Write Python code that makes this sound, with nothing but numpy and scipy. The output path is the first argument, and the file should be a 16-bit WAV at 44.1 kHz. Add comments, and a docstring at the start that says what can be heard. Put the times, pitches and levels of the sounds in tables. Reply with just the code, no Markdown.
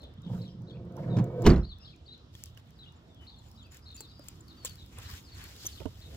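"""Van door slam on a quiet street

A van's sliding door rolls along its track, bumps onto the closing ramp and slams: clicks and soft pushes ring
the panel modes, with grainy noise for grit and trim. Sparrows, swept near sines with echoes, chirp in the trees
over distant traffic of banded noise and a low hum. Someone in boots and a nylon jacket walks up to the
microphone: noise snaps, short dull rings, a squeak and cloth noise."""
import sys
import numpy as np
from scipy import signal
from scipy.io import wavfile

SR = 44100
rng = np.random.default_rng(int(sys.argv[2]) if len(sys.argv) > 2 else 0)


def int16_out(signal):
    """Quantize to a 16-bit WAV file."""
    q = np.round(np.clip(np.atleast_2d(signal).T, -1, 1) * 32767)
    wavfile.write(sys.argv[1], SR, q.astype(np.int16))


N = 271964

# door panel and cabin modes: (pitch [Hz], level in the slam [dB], free ring t60 [s])
DOOR_MODES = [(31, 2, 0.16), (39.5, -4, 0.4), (49.6, 3, 0.36), (71, 3, 0.3), (103, 1, 0.1),
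              (114.4, -13, 0.37), (134, -2, 0.22), (149.6, 2, 0.23), (165.8, -5, 0.26), (194.3, 5.5, 0.29),
              (222.2, -2.5, 0.22), (254.5, -8.5, 0.31), (289, -8, 0.11), (351.2, -2.5, 0.22),
              (408, -0.5, 0.058), (443, -20, 0.13), (517.4, -9.5, 0.18), (628, -20, 0.23),
              (685.5, -33, 0.26), (710.4, -25, 0.14), (930, -3.5, 0.11), (1103, -11, 0.18),
              (1283, -25, .15), (1180, -24, 0.068), (1517, -22, 0.33), (1830, -32, 0.089),
              (2246, -32, 0.23), (2320, -34, .12)]


def amp(db):
    """Decibels to a linear gain."""
    return 10 ** (np.asarray(db, float) / 20)


def rms_one(x):
    """Scale a signal to an RMS of 1."""
    return x / np.sqrt(np.mean(x ** 2) + 1e-20)


def in_time(rows):
    """One curve per column of rows (time [s], value, ..), straight between the points."""
    s, *columns = np.transpose(rows)
    return [np.interp(np.arange(N) / SR, s, column) for column in columns]


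def at_hz(points, hz):
    """Read a curve of (frequency [Hz], value) along a log frequency axis."""
    points_hz, values = np.array(points).T
    return np.interp(np.log(hz), np.log(points_hz), values)


def drift(rate_hz):
    """Random wander with spread 1: noise through two equal low-pass poles, one point per 40 samples."""
    step = 40
    pole = np.exp(-2 * np.pi * rate_hz * step / SR)
    noise = rng.standard_normal(N // step + 2002)
    slow = signal.lfilter([1], [1, -2 * pole, pole * pole], noise)[2000:]   # skip the run-in
    return np.interp(np.arange(N) / step, np.arange(len(slow)), rms_one(slow))


def ring(force, hz, t60):
    """A resonator: a unit click sets a sine of height about 1 ringing for t60 seconds."""
    pole, turn = amp(-60 / (t60 * SR)), 2 * np.pi * hz / SR
    return signal.lfilter([0, np.sin(turn)], [1, -2 * pole * np.cos(turn), pole * pole], force + 1e-18)


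def grains(per_s, spread_db):
    """Random clicks of uneven size and either sign."""
    sizes = amp(spread_db * np.minimum(rng.exponential(1, N), 4)) * rng.choice([-1, 1], N)
    return sizes * (rng.random(N) < per_s / SR)


def bands(source, spectrum, shape):
    """Half-octave bands, each coloured, spread left-right and shaped in time by shape(hz).

    The source holds two stereo (mid, side) pairs, so that neighbouring bands use different noise."""
    # how alike left and right are: (frequency [Hz], likeness [0-1])
    likeness = [(60, 1), (300, 0.86), (1000, 0.1), (3000, 0.39), (10000, 0.13)]
    out, edges = 0, 22 * 2 ** np.arange(0, 9.6, .5)
    for k, (low, high) in enumerate(zip(edges, edges[1:])):
        hz = np.sqrt(low * high)
        if not spectrum[0][0] / 1.3 < hz < spectrum[-1][0] * 1.3:
            continue
        band_pass = signal.butter(2, [low, high], "band", fs=SR, output="sos")
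        mid, side = signal.sosfilt(band_pass, source[k % 2])
        alike = np.clip(at_hz(likeness, hz), 0, 1)
        pair = np.sqrt(1 + alike) * mid + np.sqrt(1 - alike) * side * [[1], [-1]]
        out = out + amp(at_hz(spectrum, hz)) * shape(hz) * pair
    return out


def place(x, pan_db, lag):
    """Pan a mono or stereo signal and delay the left port by lag samples (negative: left hears first)."""
    left, right = x * amp([[pan_db / 2], [-pan_db / 2]])
    return np.array([np.roll(left, lag), right])


def add(out, s, sound, pan_db=0):
    """Mix a short sound in at time s; positive pan leans left."""
    i = round(s * SR)
    out[:, i:i + len(sound)] += sound[:N - i] * amp([[pan_db / 2], [-pan_db / 2]])


def glide(rows, warble):
    """Phase, level and sample index of a tone that follows rows of (time [s], pitch [Hz], RMS level [dB], ..)."""
    s, hz, db = np.transpose(rows)[:3]
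    n = np.arange(round(s[0] * SR), min(round(s[-1] * SR), N))
    edges = np.clip(np.minimum(n - n[0], n[-1] - n) / (0.0013 * SR), 0, 1)   # 1.3 ms fades against clicks
    phase = 2 * np.pi * np.cumsum(np.interp(n / SR, s, hz) * (1 + warble[n])) / SR
    return phase, edges * amp(np.interp(n / SR, s, db)) * np.sqrt(2), n


def swells(rows, rise):
    """One gain curve per level column of rows (start [s], hold [s], fall per 20 dB [s], level [dB], ..).

    A rise takes the given share of the fall time; falls under 5 ms, negative ones too, count as 5 ms."""
    t, out = np.arange(N) / SR, 0
    for s, hold_s, fall_s, *dbs in rows:
        away = np.maximum((s - t) / rise, t - s - hold_s) / max(fall_s, .005)
        out = out + amp(np.array(dbs)[:, None]) * amp(-20 * np.clip(away, 0, 6))
    return out


def street():
    """Distant traffic: a broad patchy noise floor and a low engine hum, resonated noise that comes and goes."""
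    # colour of the floor: (frequency [Hz], relative level per Hz [dB])
    floor_colour = [(13, -43), (22, -31), (55, -3), (95, -0.5), (137, -4), (314, -14.5), (371, -31),
                    (415, -19.5), (762, -24), (978, -21.5), (2440, -37.5), (3220, -29.5), (3600, -28),
                    (14000, -72.5), (16500, -51)]
    # engine hum: (time [s], level [dB])
    hum_level = [(0, -53.5), (1.75, -51.5), (2.2, -57.5), (2.4, -55.5), (2.8, -63), (3.25, -59), (4.1, -56),
                 (4.5, -56), (5.12, -44), (5.29, -55.5), (5.39, -44.5), (5.57, -54.5), (5.86, -49.5),
                 (6.17, -48)]
    hum_hz, hum_width_hz, floor_db = 81.9, 31, -55.0
    together = drift(0.27)   # wander shared by all bands
    floor = bands(rng.standard_normal((2, 2, N)), floor_colour,
                  lambda hz: amp(.6 * together + 1.8 * drift(3.4) + 1.8 * drift(4.0)))
    hum = ring(rng.standard_normal(N), hum_hz, 2.34 / hum_width_hz)
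    hum_gain = amp(in_time(hum_level)[0] + 1.66 * drift(7.0))
    far = amp(floor_db) * rms_one(floor) + hum_gain * rms_one(hum)
    return signal.sosfilt(signal.butter(3, 48, "high", fs=SR, output="sos"), far)


def echoes(x):
    """Direct sound plus a diffuse dying return from houses and trees, partly unlike on each side."""
    garden_t60_s, garden_db, build_up_s = .3, -5, 0.0087
    t = np.arange(SR // 2) / SR
    fade = amp(-60 * t / garden_t60_s) * np.minimum(t / build_up_s, 1)
    shared, left, right = rng.standard_normal((3, len(t))) * fade
    tails = np.array([shared + 1.7 * left, shared + 5.4 * right])
    tails /= np.sqrt(np.sum(tails ** 2, axis=1, keepdims=True))
    return x + amp(garden_db) * signal.fftconvolve(x[None], tails, axes=1)[:, :N]


def note(s, length, start_hz, top_hz, end_hz, trill_hz, db):
    """Rows (time [s], pitch [Hz], level [dB]) of one note: quick flick up, bent slide and trill."""
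    flick_hz_per_s, slide_bend, trills_per_s = 80000.0, 1.1, 45.0
    attack_s, release_s = 0.0034, 0.0055
    rising_swell_db = 8   # a note that slides upward grows louder as it goes
    beak_hz, beak_db_per_octave = 3700, 2.5   # notes are loudest near this pitch
    t = np.linspace(0, length, 60)
    top_s = min(abs(top_hz - start_hz) / flick_hz_per_s, .8 * length)
    slide = np.clip((t - top_s) / (length - top_s), 0, 1) ** slide_bend
    hz = np.minimum(start_hz + flick_hz_per_s * t, top_hz) + (end_hz - top_hz) * slide
    hz = hz + trill_hz * np.sin(2 * np.pi * trills_per_s * t)
    shape = np.minimum(np.minimum(t / attack_s, (length - t) / release_s), 1)
    level_db = db - 12 * (1 - shape)
    level_db = level_db - rising_swell_db * (end_hz > top_hz) * (1 - slide)
    level_db = level_db - beak_db_per_octave * np.abs(np.log2(hz / beak_hz))
    return np.transpose([s + t, hz, level_db])


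def sparrows():
    """Near sines with a fast rough warble, a second voice and rasp on wide trills, smeared by the gardens."""
    # notes that flick to a top, then slide to their end:
    # (time [s], length [s], start [Hz], top [Hz], end [Hz], trill depth [Hz], relative level [dB])
    chirps = [(0.0, 0.063, 4180, 4190, 3910, 110, -65), (0.031, 0.03, 3500, 3560, 3480, 85, -60),
              (0.17, .022, 3030, 3040, 3740, 50, -60), (.228, 0.032, 3750, 3730, 3620, 92, -64),
              (0.245, 0.045, 3440, 3410, 3240, 110, -65.5), (0.38, 0.036, 3500, 3890, 3900, 56, -65),
              (.41, 0.037, 3630, 4400, 3580, 83, -60), (.438, 0.058, 3600, 4230, 2830, 134, -63.5),
              (.414, .014, 4800, 5100, 5000, 30, -64), (0.446, 0.013, 4200, 4800, 4500, 30, -68),
              (0.476, 0.013, 5350, 5550, 5370, 57, -64), (.495, 0.029, 4900, 4910, 5300, 73, -63),
              (0.669, .024, 3360, 3900, 4340, 60, -57), (0.695, .026, 3620, 3610, 3420, 150, -61),
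              (0.716, 0.021, 4100, 4120, 4640, 45, -64), (0.734, 0.024, 2250, 2270, 2800, 50, -67),
              (0.756, .022, 2700, 2780, 2350, 65, -70), (1.1, 0.069, 3830, 3840, 3570, 100, -62),
              (1.6, .025, 5000, 5010, 5400, 55, -63), (1.63, 0.025, 3900, 4040, 3970, 66, -56.5),
              (1.643, 0.016, 3560, 4530, 4600, 51, -46), (1.66, 0.028, 4500, 4750, 4500, 100, -66),
              (1.688, 0.052, 4300, 4450, 3280, 30, -53.5), (1.794, 0.051, 2570, 2560, 2900, 92, -66.5),
              (1.8, 0.045, 5240, 5100, 5340, 65, -58.5), (1.846, 0.027, 3290, 4330, 3320, 50, -57),
              (1.874, 0.02, 3250, 3340, 3190, 50, -57), (1.83, 0.086, 4700, 4750, 4750, 250, -69),
              (1.893, .03, 3800, 4270, 3400, 115, -63), (1.927, .022, 2700, 2730, 2300, 33, -64),
              (2.056, .032, 3670, 4870, 3650, 48, -63), (2.078, .025, 3780, 3720, 3930, 41, -51.5),
              (2.105, 0.032, 3630, 3730, 4200, 24, -48), (2.132, .025, 3800, 3900, 3690, 160, -61),
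              (2.788, 0.046, 3630, 4080, 3740, 24, -57.5), (2.83, 0.03, 3000, 3400, 3120, 120, -60),
              (2.865, 0.033, 3300, 3270, 3820, 53, -58), (2.859, 0.03, 2540, 2960, 2780, 53, -61.5),
              (2.755, 0.051, 4830, 4920, 4640, 180, -78), (3.06, 0.032, 4400, 4400, 3700, 33, -81),
              (3.09, .055, 3650, 3660, 3420, 30, -72), (3.145, 0.061, 3500, 3480, 3050, 80, -71),
              (3.196, 0.047, 3050, 3050, 2940, 10, -63.5), (3.267, 0.027, 3490, 4520, 3500, 71, -56.5),
              (3.292, 0.019, 3505, 4430, 4200, 98, -56), (3.313, 0.043, 3600, 3710, 3520, 120, -64),
              (3.364, 0.044, 4140, 4350, 3900, 85, -67), (3.555, 0.023, 4300, 5070, 4800, 100, -70),
              (3.82, .04, 4500, 5120, 5000, 120, -69.5), (3.574, 0.064, 3390, 4070, 3090, 58, -62.5),
              (3.631, 0.038, 4300, 4400, 4800, 55, -65.5), (3.639, 0.039, 2380, 2800, 2450, 50, -68),
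              (3.854, 0.085, 3560, 4180, 3750, 256, -60), (3.948, 0.053, 2720, 2720, 2580, 15, -66),
              (3.97, 0.049, 3900, 4700, 4650, 160, -61.5), (4.01, 0.054, 4400, 4410, 3520, 46, -59),
              (4.07, 0.084, 4800, 4900, 4880, 200, -68.5), (4.055, 0.019, 3840, 4140, 3930, 83, -63),
              (4.095, 0.034, 4200, 4250, 3730, 89, -61.5), (4.15, 0.09, 4960, 4970, 4850, 150, -67.5),
              (4.477, 0.053, 4050, 4410, 3720, 300, -62.5), (4.572, 0.088, 4700, 4690, 4160, 19, -63),
              (4.684, .045, 4670, 4720, 4130, 40, -58.5), (4.78, 0.055, 3600, 3950, 3480, 140, -63),
              (5.052, 0.038, 4200, 4230, 3780, 5, -60), (5.237, 0.071, 5290, 5320, 3720, 68, -63.5),
              (5.317, 0.045, 4040, 4390, 4240, 200, -62), (5.418, 0.041, 4450, 4470, 4330, 50, -61.5),
              (5.722, .022, 4200, 4490, 4300, 100, -58), (5.748, .02, 3900, 4300, 4000, 110, -60),
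              (5.772, 0.026, 3680, 3660, 3260, 110, -57.5), (6.011, 0.036, 3200, 4340, 3320, 66, -60),
              (6.048, 0.024, 3430, 3590, 3920, 73, -57)]
    # thin flat peeps of a small bird: (time [s], pitch [Hz], level [dB], length [s])
    peeps = [(2.959, 7200, -75, 0.022), (3.387, 7220, -64.5, 0.0091), (3.459, 7220, -70, 0.033),
             (3.626, 7200, -65, 0.011), (3.71, 7150, -65.5, .03), (3.945, 7180, -54, 0.02),
             (4.406, 7260, -55, 0.0073)]
    hoarse_trill_hz = 150.0   # a trill this wide brings in the second voice fully
    chirp_gain, rasp_gain = amp(1.5), amp(-11)
    out, warble, rough = np.zeros((2, N)), .008 * drift(120), .35 * drift(200)
    second_warble = 0.0374 * drift(42.5) - .02   # the second side of the syrinx swings wide
    rasp = rms_one(ring(rng.standard_normal(N), hz=3980, t60=0.0028))
    for chirp in chirps:
        rows, hoarse = note(*chirp), min(chirp[5] / hoarse_trill_hz, 1)
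        phase, level, n = glide(rows, warble)
        voice = (1 + hoarse * rough[n]) * np.sin(phase) + rasp_gain * hoarse * rasp[n]
        add(out, rows[0][0], chirp_gain * level * voice)
        phase, level, n = glide(rows, second_warble)
        add(out, rows[0][0], chirp_gain * hoarse * level * np.sin(phase))
    out = echoes(out[0])
    for s, hz, db, length in peeps:   # the peeps stay dry
        phase, level, n = glide([(s, hz, db), (s + length, hz, db)], .1 * warble)
        add(out, s, level * np.sin(phase))
    return out


def ticks():
    """Bright ticks of grit, grass and zip pulls: resonated noise snaps, with faint ones scattered at random."""
    # (time [s], peak level [dB], pitch [Hz], left-right [dB], t60 [ms])
    placed = [(0.0164, -57, 5500, -1.0, 9), (0.039, -50, 5100, 5, 8.6), (0.1386, -57, 5370, -7, 11.0),
              (0.2195, -54, 6700, 8, 9.5), (0.967, -47, 5870, -8, 14), (1.2426, -44, 7060, 8, 10),
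              (1.421, -38.5, 7320, -6, 11.0), (1.4274, -41.5, 5160, 9, 11.0), (1.7848, -53, 5270, 3, 11.0),
              (1.962, -57, 6860, -0.5, 12), (2.179, -55.5, 6520, 0.5, 10), (2.3516, -44, 6740, 0.0, 8.1),
              (2.4381, -26.5, 7800, 6, 3.7), (2.4583, -37, 5500, 3, 11.0), (2.575, -47, 5150, 16, 4.3),
              (2.7065, -51.5, 5790, 10, 9.9), (3.1462, -53, 5780, -6, 11.0), (3.5149, -44, 5280, 2, 10),
              (3.7193, -46, 7300, 1, 14), (3.7455, -42, 7240, 8, 14), (3.7695, -42, 7490, 6, 12),
              (3.9654, -39, 7340, -4, 13), (4.0053, -32, 8060, 1, 33), (4.0507, -51, 7440, 4, 11.0),
              (4.1938, -48, 5070, 4, 16), (4.2848, -29.5, 7760, 5, 14), (4.482, -50, 5030, 8.5, 11.0),
              (4.6483, -21, 7820, 4.5, 33), (4.655, -23, 7440, -1, 33), (4.6964, -38, 6160, 5, 11.0),
              (4.7563, -41, 5020, 5, 10), (4.862, -49, 5080, 10, 8.6), (4.986, -32, 10040, 4, 8.3),
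              (5, -45, 6240, 0.5, 9.8), (5.3487, -50, 5040, 1.0, 11.0), (5.44, -40, 12800, 12, 11.0),
              (5.6544, -29, 6200, 1, 12)]
    faint_per_s, faint_least_db = 3.0, -60.5
    rise_share = 0.038   # rise time against t60
    out, t = np.zeros((2, N)), np.arange(3000) / SR
    faint = [(when * (N / SR - .1) + 0.0092, faint_least_db + 6 * loud, 5000 + 2500 * pitch, 14 * pan - 7, 10.0)
             for when, loud, pitch, pan in rng.random((round(faint_per_s * N / SR), 4))]
    rows = list(placed) + faint
    noises = rng.standard_normal((len(rows), 2, len(t)))
    for (s, db, hz, pan_db, t60_ms), noise in zip(rows, noises):
        rise_ms = max(rise_share * t60_ms, .05)
        fade = amp(-60000 * t / t60_ms) * np.minimum(1000 * t / rise_ms, 1)
        snap = noise[0] * np.abs(noise[1]) * fade   # the product makes the noise spiky
        edge = np.diff(snap, prepend=0)   # brighter copy
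        snap = rms_one(ring(snap, hz, 23.0 / hz)) + 1.18 * rms_one(edge)
        add(out, s - .0003, amp(db) * snap / np.abs(snap).max(), pan_db)
    return out


def knocks():
    """Boots, hands and stones: short damped sines, each begun by a dull noise click."""
    # blows, all (time [s], relative level [dB], pitch [Hz], left-right [dB]):
    # boots land on the wet path, hands knock the microphone housing, small stones clack underfoot
    steps = [(4.005, -49, 425, -4), (4.194, -45, 281, -5), (4.647, -43, 515, -4), (4.982, -48, 493, -3)]
    hands = [(5.647, -41.5, 335, 5.5), (5.803, -39, 388, -15), (5.815, -43, 550, -17),
             (5.856, -27, 269, -17.5)]
    clacks = [(2.351, -43.5, 1830, 2), (2.574, -47.5, 1580, -9), (3.42, -56, 1820, 0),
              (4.285, -51, 1350, -3), (4.986, -46, 1900, -5), (5.802, -49, 1350, -8),
              (5.858, -50, 1570, -14)]
    # their modes, all (multiple of the pitch, level [dB], t60 [ms])
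    sole = [(1.0, 3, 45), (2.05, 1, 45), (2.78, -29, 27), (5.001, -14, 40)]
    housing = [(.3, -7, 103), (1.0, 1, 42), (1.62, -10, 77), (2.4, -16, 50), (3.45, -23, 74)]
    stone = [(1.0, -9.5, 24), (1.84, 7.5, 13)]
    click_db, click_t60_s, rise_s = -23, 0.013, 0.0013   # click level ahead of its low-pass
    out, t = np.zeros((2, N)), np.arange(3000) / SR
    rows = [(s, db + mode_db, hz * multiple, t60_ms, pan_db)
            for blows, modes in ((steps, sole), (hands, housing), (clacks, stone))
            for s, db, hz, pan_db in blows
            for multiple, mode_db, t60_ms in modes]
    for (s, db, hz, t60_ms, pan_db), noise in zip(rows, rng.standard_normal((len(rows), len(t)))):
        fade = amp(-60000 * t / t60_ms)
        knock = np.sin(2 * np.pi * hz * t) * fade
        knock = knock + 0.013 * ring(noise * fade, 2.3 * hz, 14.0 / hz)
        knock = knock + amp(click_db - 60 * t / click_t60_s) * signal.lfilter([1], [1, -.95], noise)
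        add(out, s, amp(db) * np.minimum(t / rise_s, 1) * knock, pan_db)
    return out


def sole_squeak():
    """A wet sole squeaks: a gliding tone and its octave."""
    # (time [s], pitch [Hz], level [dB], octave against it [dB])
    squeak = [(5.66, 8100, -43, -20), (5.663, 7100, -45, -15), (5.666, 6340, -32.5, -8),
              (5.67, 5760, -34, 0), (5.673, 6350, -42, -2), (5.677, 5970, -40, -12)]
    out = np.zeros((2, N))
    phase, level, n = glide(squeak, np.zeros(N))
    s, _, _, octave_db = np.transpose(squeak)
    octave = amp(np.interp(n / SR, s, octave_db))
    add(out, s[0], level * (np.sin(phase) + octave * np.sin(2 * phase)), pan_db=-1.5)
    return out


def cloth():
    """Jacket and legs brush past each other: grainy noise in a bright, a middle and a low layer."""
    # brushes: (start [s], hold [s], fall per 20 dB [s], relative level [dB], lower part against it [dB])
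    swishes = [(.03, 0.0071, -0.36, -81, 4), (0.322, 0.068, 0.13, -78.5, 1), (0.99, 0.029, 0.2, -84, -1),
               (1.18, .08, 0.24, -89, -2.5), (1.414, 0, 0.13, -81, -3), (2.344, 0.13, 0.06, -76, 8),
               (2.571, 0.03, -0.19, -83.5, 22), (2.68, 0.0031, 0.4, -90.5, 20),
               (3.211, 0.058, -0.44, -87, 26.5), (3.454, 0, 0.26, -82.5, 15),
               (3.721, 0.053, 0.035, -75, 18), (3.966, .05, 0.07, -76, 14.5), (4.263, 0.026, 0.17, -77, 12),
               (4.649, 0.029, -0.03, -62.5, 3), (4.66, 0.027, 0.12, -72, 15.5),
               (4.928, 0, 0.04, -79.5, 20.5), (4.975, 0.02, 0.06, -77, 27.5),
               (5.023, 0.04, 0.04, -69.5, 15), (5.095, .085, .045, -67, 16), (5.655, .03, .17, -66, 2),
               (5.38, 0.072, 0.13, -71, 20), (5.484, 0.18, -0.22, -78, 12.5), (6.09, 0.15, 2.5, -75, 14)]
    # steady rustle as the walker nears: (time [s], relative level [dB])
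    rustle_level = [(0, -100), (2.2, -100), (4.0, -91), (5.0, -81), (5.8, -82.5), (5.95, -116), (6.17, -81)]
    # low scuffs of cloth and soles: (start [s], hold [s], fall per 20 dB [s], level [dB])
    scuffs = [(.02, 0.036, 0.15, -54), (4.99, 0.02, 0.76, -63), (5.54, 0.043, 1.1, -66.5),
              (6.08, 0.091, 0.25, -59)]
    # colours of nylon and of the low scuffs: (frequency [Hz], relative level per Hz [dB])
    nylon = [(1180, -21), (2000, -38.5), (2490, -13.5), (3980, 6), (4390, 0.5), (5720, -9), (7320, -7.5),
             (8430, -14.5), (14200, -14.5), (16100, -16), (16500, -39)]
    scuff_colour = [(200, -0.5), (320, -2.5), (500, -1.5), (800, -17)]
    middle_colour = [(900, -6), (1500, 0), (2500, -3)]
    rise, rustle_middle_db = 0.45, 11   # rise time against fall time; middle layer of the rustle
    split = [(*times, db, db + low_db) for *times, db, low_db in swishes]
    swish, swish_middle = swells(split, rise)
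    rustle = amp(in_time(rustle_level)[0])
    fibres = rng.standard_normal((2, 2, N)) + 0.66 * rms_one(grains(per_s=180, spread_db=3.5))
    bright = rms_one(bands(fibres, nylon, lambda hz: amp(1.5 * drift(15))))
    middle = rms_one(bands(fibres, middle_colour, lambda hz: amp(3 * drift(15))))
    low = rms_one(bands(fibres, scuff_colour, lambda hz: amp(1.8 * drift(15))))
    out = swells(scuffs, rise) * low
    out = out + amp(13.5) * (swish + rustle) * bright
    return out + amp(-6.0) * (swish_middle + amp(rustle_middle_db) * rustle) * middle


def walker():
    """Everything the walker sets sounding: ticks, knocks, a squeak and cloth."""
    return ticks() + knocks() + sole_squeak() + cloth()


def roll():
    """Track bumps drive the door modes, damped by the rollers; grit under the wheels adds a grainy hiss."""
    # door speed on the track, as the level it gives the upper panel modes: (time [s], level [dB])
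    speed_level = [(0.16, -90), (0.3, -49), (0.58, -63.5), (0.75, -51.5), (0.94, -49.5), (1.1, -41),
                   (1.25, -41.5), (1.4, -41.5), (1.44, -34)]
    # roller force on the panel: (frequency [Hz], relative level [dB])
    rumble = [(40, -34), (70, -27.5), (110, 1), (160, 4.5), (250, -12.5), (400, -2.5), (500, -4.5),
              (600, -20), (750, -12), (1100, -27.5), (2200, -36.5)]
    # colour of the grit: (frequency [Hz], relative level per Hz [dB])
    grit_colour = [(350, -20), (600, -0.5), (869, -4), (1240, -15), (2000, -31.5), (2190, -24.5),
                   (2980, -33.5), (7000, -68.5), (9100, -63), (15400, -120)]
    # rollers jolt over joints and the closing ramp:
    # (start [s], hold [s], fall per 20 dB [s], low modes level [dB], relative grit level [dB])
    jolts = [(0.265, 0.014, -0.07, -33.5, -65), (0.32, 0.034, 0.1, -38.5, -59), (.98, 0.02, 0.23, -61, -55),
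             (1.075, 0.012, 0.26, -38, -64), (1.17, 0.039, 0.05, -25.5, -54.5),
             (1.42, 0.015, 0.2, -39.5, -67)]
    # a roller squeals on the ramp: (start [s], hold [s], fall per 20 dB [s], level [dB])
    ramp_ring = (1.362, .015, .08, -33)
    jolt_rise = 0.42   # rise time against fall time
    middling_db = -50   # speed level at which the next two levels hold
    low_db, low_follows = -42, 0.22   # low modes; share of the speed swing they follow
    grit_db, grit_follows = -65.5, 0.67   # grit likewise, ahead of its gain
    speed_db, = in_time(speed_level)
    swing_db = speed_db - middling_db
    jolt_low, jolt_grit = swells(jolts, jolt_rise)
    moving = np.interp(np.arange(N) / SR, [.14, .2, 1.44, 1.46], [0, 1, 1, 0])
    bumps = grains(per_s=720, spread_db=3.0)
    modes = [amp(at_hz(rumble, hz)) * ring(bumps, hz, 0.43 * t60) * (-1) ** k
             for k, (hz, _, t60) in enumerate(DOOR_MODES)]
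    low, upper = rms_one(sum(modes[:13])), rms_one(sum(modes[13:]))
    clicks = [grains(per_s=3000, spread_db=1.5), grains(per_s=2000, spread_db=1.5)]   # mid, side
    grit = bands(np.array([clicks] * 2), grit_colour, lambda hz: amp(7.5 * drift(12)))
    sings = swells([ramp_ring], jolt_rise)[0] * rms_one(ring(bumps, hz=505, t60=.35))
    low_gain = amp(low_db + low_follows * swing_db) + jolt_low
    grit_gain = amp(6.0) * (amp(grit_db + grit_follows * swing_db) + jolt_grit)
    return moving * (sings + low_gain * low + amp(speed_db) * upper + grit_gain * rms_one(grit))


def slam():
    """Each blow is a soft push into all door modes and shakes the trim into a noisy crash that dies by band."""
    # door blows, from light knocks while it rolls to the latch and its rebounds: # (time [s], strength [dB],
    # contact hardness [Hz], relative crash of loose trim [dB])
    blows = [(0.265, -66, 250, -57), (0.328, -54, 400, -56), (1.167, -49, 300, -37),
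             (1.186, -68, 300, -39.5), (1.441, -32, 800, -42.5), (1.449, -25.5, 1000, -39.5),
             (1.455, -32.5, 1500, -37), (1.461, -18.5, 900, -29.5), (1.465, -20, 1200, -17.5),
             (1.473, -15.5, 500, -59), (1.493, -27.5, 700, -31), (1.503, -27, 400, -45),
             (1.51, -22, 400, -39), (1.534, -33.5, 400, -42), (1.562, -25.5, 250, -43.5),
             (1.580, -30.5, 393, -50.5), (1.596, -43.5, 200, -60)]
    # colour of the crash: (frequency [Hz], relative level per Hz [dB])
    crash_colour = [(300, -3), (420, -8), (750, -24.5), (1200, -23), (1700, -26.5), (3000, -29.5),
                    (4500, -27.5), (7000, -37.5), (9500, -44), (13000, -45.5), (16000, -47.5)]
    # how long the crash rings: (frequency [Hz], t60 [s])
    crash_t60 = [(300, 0.19), (1000, 0.24), (4000, 0.08), (8000, 0.096), (15000, 0.069)]
    # latch pawl: (time [s], pitch [Hz], level [dB], t60 [s])
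    latch_pings = [(1.455, 3000, -28, 0.027), (1.502, 4540, -29, .03), (1.521, 4300, -41.5, 0.043),
                   (1.56, 4070, -44, .02)]
    force, shakes = np.zeros((2, N)), np.zeros(N)
    for s, db, hard_hz, crash_db in blows:
        push = np.arange(2000) * 2 * np.pi * hard_hz / SR
        push = push * np.exp(-push)   # a harder contact is shorter and brighter
        add(force, s, amp(db) * push / push.sum())
        shakes[round(s * SR)] = amp(crash_db)
    body = sum(amp(db) * ring(force[0], hz, t60) * (-1) ** k for k, (hz, db, t60) in enumerate(DOOR_MODES))

    def dying(hz):
        """Every shake starts a decay of this band's own length."""
        return signal.lfilter([1], [1, -amp(-60 / (at_hz(crash_t60, hz) * SR))], shakes + 1e-18)

    pings = np.zeros((2, N))
    for s, hz, db, t60 in latch_pings:
        add(pings, s, amp(db) * ring(signal.unit_impulse(3000), hz, t60))
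    rattle = amp(1.9 * drift(280)) * rng.standard_normal((2, 2, N)) * [[1], [.4]]   # mid, weaker side
    return body + pings + amp(23) * bands(rattle, crash_colour, dying)


def scene():
    """Each source reaches the two ports with its own pan and lag; the walker shares the rolling door's lag."""
    door_lag = -5
    out = place(street(), pan_db=-1.8, lag=8)
    out = out + place(sparrows(), pan_db=3.0, lag=-20)   # the trees stand to the left
    out = out + place(walker(), pan_db=.1, lag=door_lag)
    out = out + place(roll(), pan_db=-1.8, lag=door_lag)
    return out + place(slam(), pan_db=-2.2, lag=-2)   # the shut door is nearer the centre


def record(dry):
    """The microphone port colours the treble with resonances; the top is cut steeply."""
    # port resonances: (frequency [Hz], width [Hz], gain [dB])
    port = [(6950, 930, 4), (8650, 6300, -1.5), (13540, 3230, 5)]
    for hz, width_hz, db in port:
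        dry = dry + (amp(db) - 1) * signal.lfilter(*signal.iirpeak(hz, hz / width_hz, SR), dry)
    # 60 dB down from 16.7 kHz up
    return signal.sosfilt(signal.cheby2(12, 60, 16700, fs=SR, output="sos"), dry)


dry = scene()
out = record(dry)
int16_out(out)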